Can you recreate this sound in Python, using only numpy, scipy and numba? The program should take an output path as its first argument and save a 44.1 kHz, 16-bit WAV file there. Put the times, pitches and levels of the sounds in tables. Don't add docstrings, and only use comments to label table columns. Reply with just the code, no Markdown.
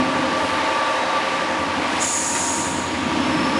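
import sys
import numpy as np
from scipy import signal
from scipy.fft import rfft, irfft
from scipy.io import wavfile
from scipy.ndimage import uniform_filter1d
from numba import njit

SR = 44100
rng = np.random.default_rng(int(sys.argv[2]) if len(sys.argv) > 2 else 0)


def how_loud(loudness_db):
    steps = np.asarray(loudness_db, float) / 20
    return 10 ** steps


def pcm_store(signal):
    levels = np.round(np.clip(np.atleast_2d(signal), -1, 1) * 32767)
    wavfile.write(sys.argv[1], SR, levels.astype(np.int16).T)


N = 158319
T = np.arange(N) / SR


def curve(rows, col=1):
    rows = np.array(rows, float)
    return np.interp(T, rows[:, 0], rows[:, col])


def unit(x):
    return x / np.sqrt(np.mean(x ** 2))


def shape(hz, points):
    p = np.array(points, float)
    return how_loud(np.interp(np.log(hz + 1), np.log(p[:, 0]), p[:, 1]))


def ring(x, hz, width):
    return signal.lfilter(*signal.iirpeak(hz, hz / max(width, 1), SR), x)


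def band(x, hz, width):
    return ring(ring(x, hz, 1.3 * width), hz, 1.3 * width)


def walk(rate):
    k = int(SR / rate)
    steps = np.repeat(rng.standard_normal(N // k + 1), k)
    return unit(uniform_filter1d(uniform_filter1d(steps, k), k)[:N])


def tone(hz, start=0):
    return np.sqrt(2) * np.sin(2 * np.pi * (np.cumsum(hz) / SR + start))


def rush(points, swell_db, flicker_db):
    f = np.fft.rfftfreq(N, 1 / SR)
    noise = rfft(rng.standard_normal(N)) * shape(f, points)
    swelling = swell_db * walk(2.15)
    out = 0
    for octave in np.arange(11, 29) / 2:
        weight = np.clip(1 - 2 * abs(np.log2(f + 1) - octave), 0, 1)
        out = out + irfft(noise * weight, N) * how_loud(swelling + flicker_db * walk(9.024))
    return unit(out)


def echo(x, t60):
    t = T[:SR]
    tail = rng.standard_normal(SR) * np.exp(-np.log(1000) * t / t60)
    return signal.fftconvolve(x, tail / np.sqrt(np.sum(tail ** 2)))[:N]


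def burst(start, length):
    return np.sin(np.pi * np.clip((T - start) / length, 0, 1))


def shop():
    # f/Hz, level/dB per Hz
    rumble = [(50, -21), (100, -11), (170, -3), (260, 1), (320, 1.5), (400, -8), (600, -41.5)]
    # t/s, level/dB
    swell = [(0, -24), (.15, -26), (.5, -29.5), (.95, -35.5), (1.2, -33), (1.75, -30.5), (2.0, -28),
             (2.12, -33), (2.3, -29.5), (2.7, -26.5), (3.2, -22), (3.59, -23)]
    # f/Hz, pitch wander/Hz, level/dB
    casing_tones = [(257.4, 1.28, -4.5), (249.5, 1.24, -16.5), (266.6, 1.64, -13), (306.2, 1.46, -9),
                    (314, 1.12, -12), (318.4, 1.5, -9.5), (357.3, 1.2, -13), (282.6, 1.494, -9.5)]
    hum = 0
    for hz, wander_hz, db in casing_tones:
        hum = hum + how_loud(db + 2 * walk(3.06)) * tone(hz + wander_hz * walk(6))
    return how_loud(curve(swell)) * (rush(rumble, 0.35, 1.74) + hum)


def squeaks():
    # start/s, length/s, level/dB, f/Hz, width/Hz
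    leaks = [
        (.3, .34, -40, 6500, 9000),
        (1.86, .32, -37, 7500, 8000),
    ]
    # start/s, length/s, f/Hz, width/Hz, level/dB
    squeals = [
        (.5, 1.15, 3867, 25, -44),
        (.3, 1.5, 3830, 150, -41),
        (2.95, 1.1, 5290, 200, -41),
        (3.25, .5, 5300, 110, -40),
        (3.15, .7, 10280, 90, -52),
        (3.2, .6, 9660, 20, -59),
        (3.2, .7, 7800, 60, -58),
        (-.1, .5, 9620, 150, -58),
        (2.15, .3, 5350, 250, -48),
    ]
    out = 0
    for start, length, db, hz, width in leaks:
        out = out + how_loud(db) * burst(start, length) * unit(ring(rng.standard_normal(N), hz, width))
    for start, length, hz, width, db in squeals:
        squeal = unit(band(rng.standard_normal(N), hz, width))
        out = out + how_loud(db + walk(13.2)) * burst(start, length) * squeal
    return out


def cooling_air():
    # f/Hz, level/dB per Hz
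    air = [(45, -40), (130, -25), (420, -4.5), (680, -1), (1300, -3), (2500, -6), (4200, -13),
           (11000, -31.5)]
    return how_loud(-22.5) * rush(air, 0.19, 0.84)


def motor():
    # f/Hz, rms level at first/dB, rms level at last/dB
    hum = [(762, -47, -46), (811, -42, -45), (836, -46, -48), (861, -38, -43), (889.6, -30, -37),
           (911, -44, -46), (939.6, -36, -31), (960, -47, -48), (968.6, -38, -37), (1018, -46, -46),
           (1091, -39, -42), (1118, -38, -41)]
    wander_db, wander_hz = 2.4, 0.5
    out = 0
    for hz, first, last in hum:
        level_db = first + (last - first) * T / T[-1] + wander_db * walk(2.53)
        out = out + how_loud(level_db) * tone(hz + wander_hz * walk(4.37), rng.random())
    return out


def pump():
    # t/s, thump level/dB, whine and rattle level/dB
    effort = [
        (0, -45, 0.5),
        (.4, -38.5, 2.5),
        (.8, -47, 3),
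        (1.4, -50.5, 1),
        (1.6, -38, -1),
        (2.2, -43.5, -4),
        (2.9, -34, -5.5),
        (3.59, -38, 1.5),
    ]
    # f/Hz, rms level/dB
    whine_tones = [(522.6, -33), (533.7, -37), (544.8, -41), (555.9, -46), (622.5, -41), (633.6, -41),
                   (1145, -39), (1156, -34), (1167, -38), (1178, -39), (1189, -44)]
    # f/Hz, width/Hz, level/dB
    modes = [(552.3, 64, -30.5), (619, 20, -34), (1164.6, 40, -26.5), (916, 127, -30), (1717, 210, -30.5)]
    stroke_hz, first_turn, jitter, scatter_db = 11.15, 0.32, 0.00033, 0.6
    thump_hz, thump_width_hz = 88, 13
    creep_per_s, whine_wander, whine_wander_db = 0.0022, 0.001165, 3
    rattle_db, rattle_share = -4, 0.77

    turns = first_turn + np.cumsum(stroke_hz * (1 + jitter * walk(6))) / SR
    count = turns.astype(int)
    force = how_loud(scatter_db * rng.standard_normal(60))[count]
    blows = np.diff(count, prepend=0) * force
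    thump = unit(band(blows, thump_hz, thump_width_hz))

    speed = 1 + creep_per_s * T + whine_wander * walk(5.01)
    whine = 0
    for hz, db in whine_tones:
        whine = whine + how_loud(db + whine_wander_db * walk(2.93)) * tone(hz * speed, rng.random())

    rattle = rng.standard_normal(N) * np.exp(-((turns + 0.2) % 1) / rattle_share)
    casing = sum(how_loud(db + rattle_db) * unit(band(rattle, hz, width)) for hz, width, db in modes)
    return thump * how_loud(curve(effort)) + (whine + casing) * how_loud(curve(effort, col=2))


def valve():
    # t/s, level/dB
    flow = [
        (1.98, -57),
        (2.006, -27),
        (2.018, -19.5),
        (2.1, -21),
        (2.45, -22.5),
        (2.6, -24.5),
        (2.75, -31),
        (2.95, -41),
        (3.15, -50),
    ]
    # f/Hz, level/dB per Hz
    jet = [(2500, -22), (5200, -12.5), (6330, -11.5), (6480, -7.5), (6760, -1), (7000, -4), (9200, -12.5),
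           (11000, -15.5)]
    # f/Hz, width/Hz, level/dB
    muffler = [(6481, 25, -2), (6549, 25, -4), (6690, 70, -5), (6729, 20, 0), (7000, 25, -5),
               (7155, 20, -3), (7320, 25, -7), (7780, 35, -6), (8410, 26, -8), (8800, 90, -12),
               (9140, 25, -9), (9460, 30, -11), (9940, 38, -13), (10200, 33, -13)]
    # t/s, level/dB, decay/s, f/Hz
    slap = (2.35, -20, 0.03, 900)
    muffler_db, walls_db, walls_t60_s = -5, -7, 0.15

    raw = rng.standard_normal(N)
    whistle = sum(how_loud(db) * unit(band(raw, hz, width)) * np.sqrt(width) for hz, width, db in muffler)
    hiss = rush(jet, 0.2, 0.43) + how_loud(muffler_db) * unit(whistle)
    hiss = hiss * how_loud(curve(flow)) * (T > flow[0][0])

    start, db, decay, hz = slap
    fade = np.exp(-np.clip(T - start, 0, 9) / decay) * (T > start)
    near = hiss + how_loud(db) * unit(ring(raw, hz, 2 * hz)) * fade
    return near + how_loud(walls_db) * echo(near, walls_t60_s)


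def scene():
    # t/s, level/dB
    load = [(0, -1.5), (.5, 1.5), (.85, 1), (1.05, 1.5), (1.3, 1.5), (1.65, 0), (1.9, 1), (2.03, 3.5),
            (2.08, -2), (2.7, 0), (3.3, 1.5), (3.59, 1.5)]
    hall_db, hall_t60_s = -7, 0.7
    load_db = curve(load)
    machine = how_loud(load_db) * cooling_air() + how_loud(load_db / 2) * motor() + pump()
    near = squeaks() + valve()
    return (shop() + machine + near + how_loud(hall_db) * echo(near, hall_t60_s))[None]


@njit
def follow(x, rise, fall):
    y, e = np.empty(len(x)), 0.
    for i in range(len(x)):
        e += (x[i] - e) * (rise if x[i] > e else fall)
        y[i] = e
    return y


def top_cut(x):
    return signal.sosfilt(signal.butter(12, 15570, fs=SR, output="sos"), x)


def record(dry):
    # f/Hz, level/dB
    mirror = [(12900, -12), (13500, -15), (14300, -26), (15100, -35)]
    duck_db, full_duck_db, attack_s, release_s = -5, -29, 0.025, 0.4
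    band_top_hz, converter_hz = 11010, 24000

    treble = signal.sosfilt(signal.butter(2, 5000, "high", fs=SR, output="sos"), dry[0])
    treble_rms = np.sqrt(uniform_filter1d(treble ** 2, size=441) + 1e-12)
    loud = np.clip(treble_rms / how_loud(full_duck_db), 0, 1)
    x = dry[0] * how_loud(duck_db * follow(loud, 1 / (attack_s * SR), 1 / (release_s * SR)))

    f = np.fft.rfftfreq(N, 1 / SR)
    x = irfft(rfft(x) * np.clip((band_top_hz + 60 - f) / 120, 0, 1) ** 2, N)
    top = irfft(rfft(x) * (f > 8500), N)
    folded = 2 * top * np.cos(2 * np.pi * converter_hz * T)
    image = rfft(folded) * (f > 12500) * (f < 15200)
    x = x + irfft(image * shape(f, mirror), N)
    return top_cut(x[None])


dry = scene()
out = record(dry)
pcm_store(out)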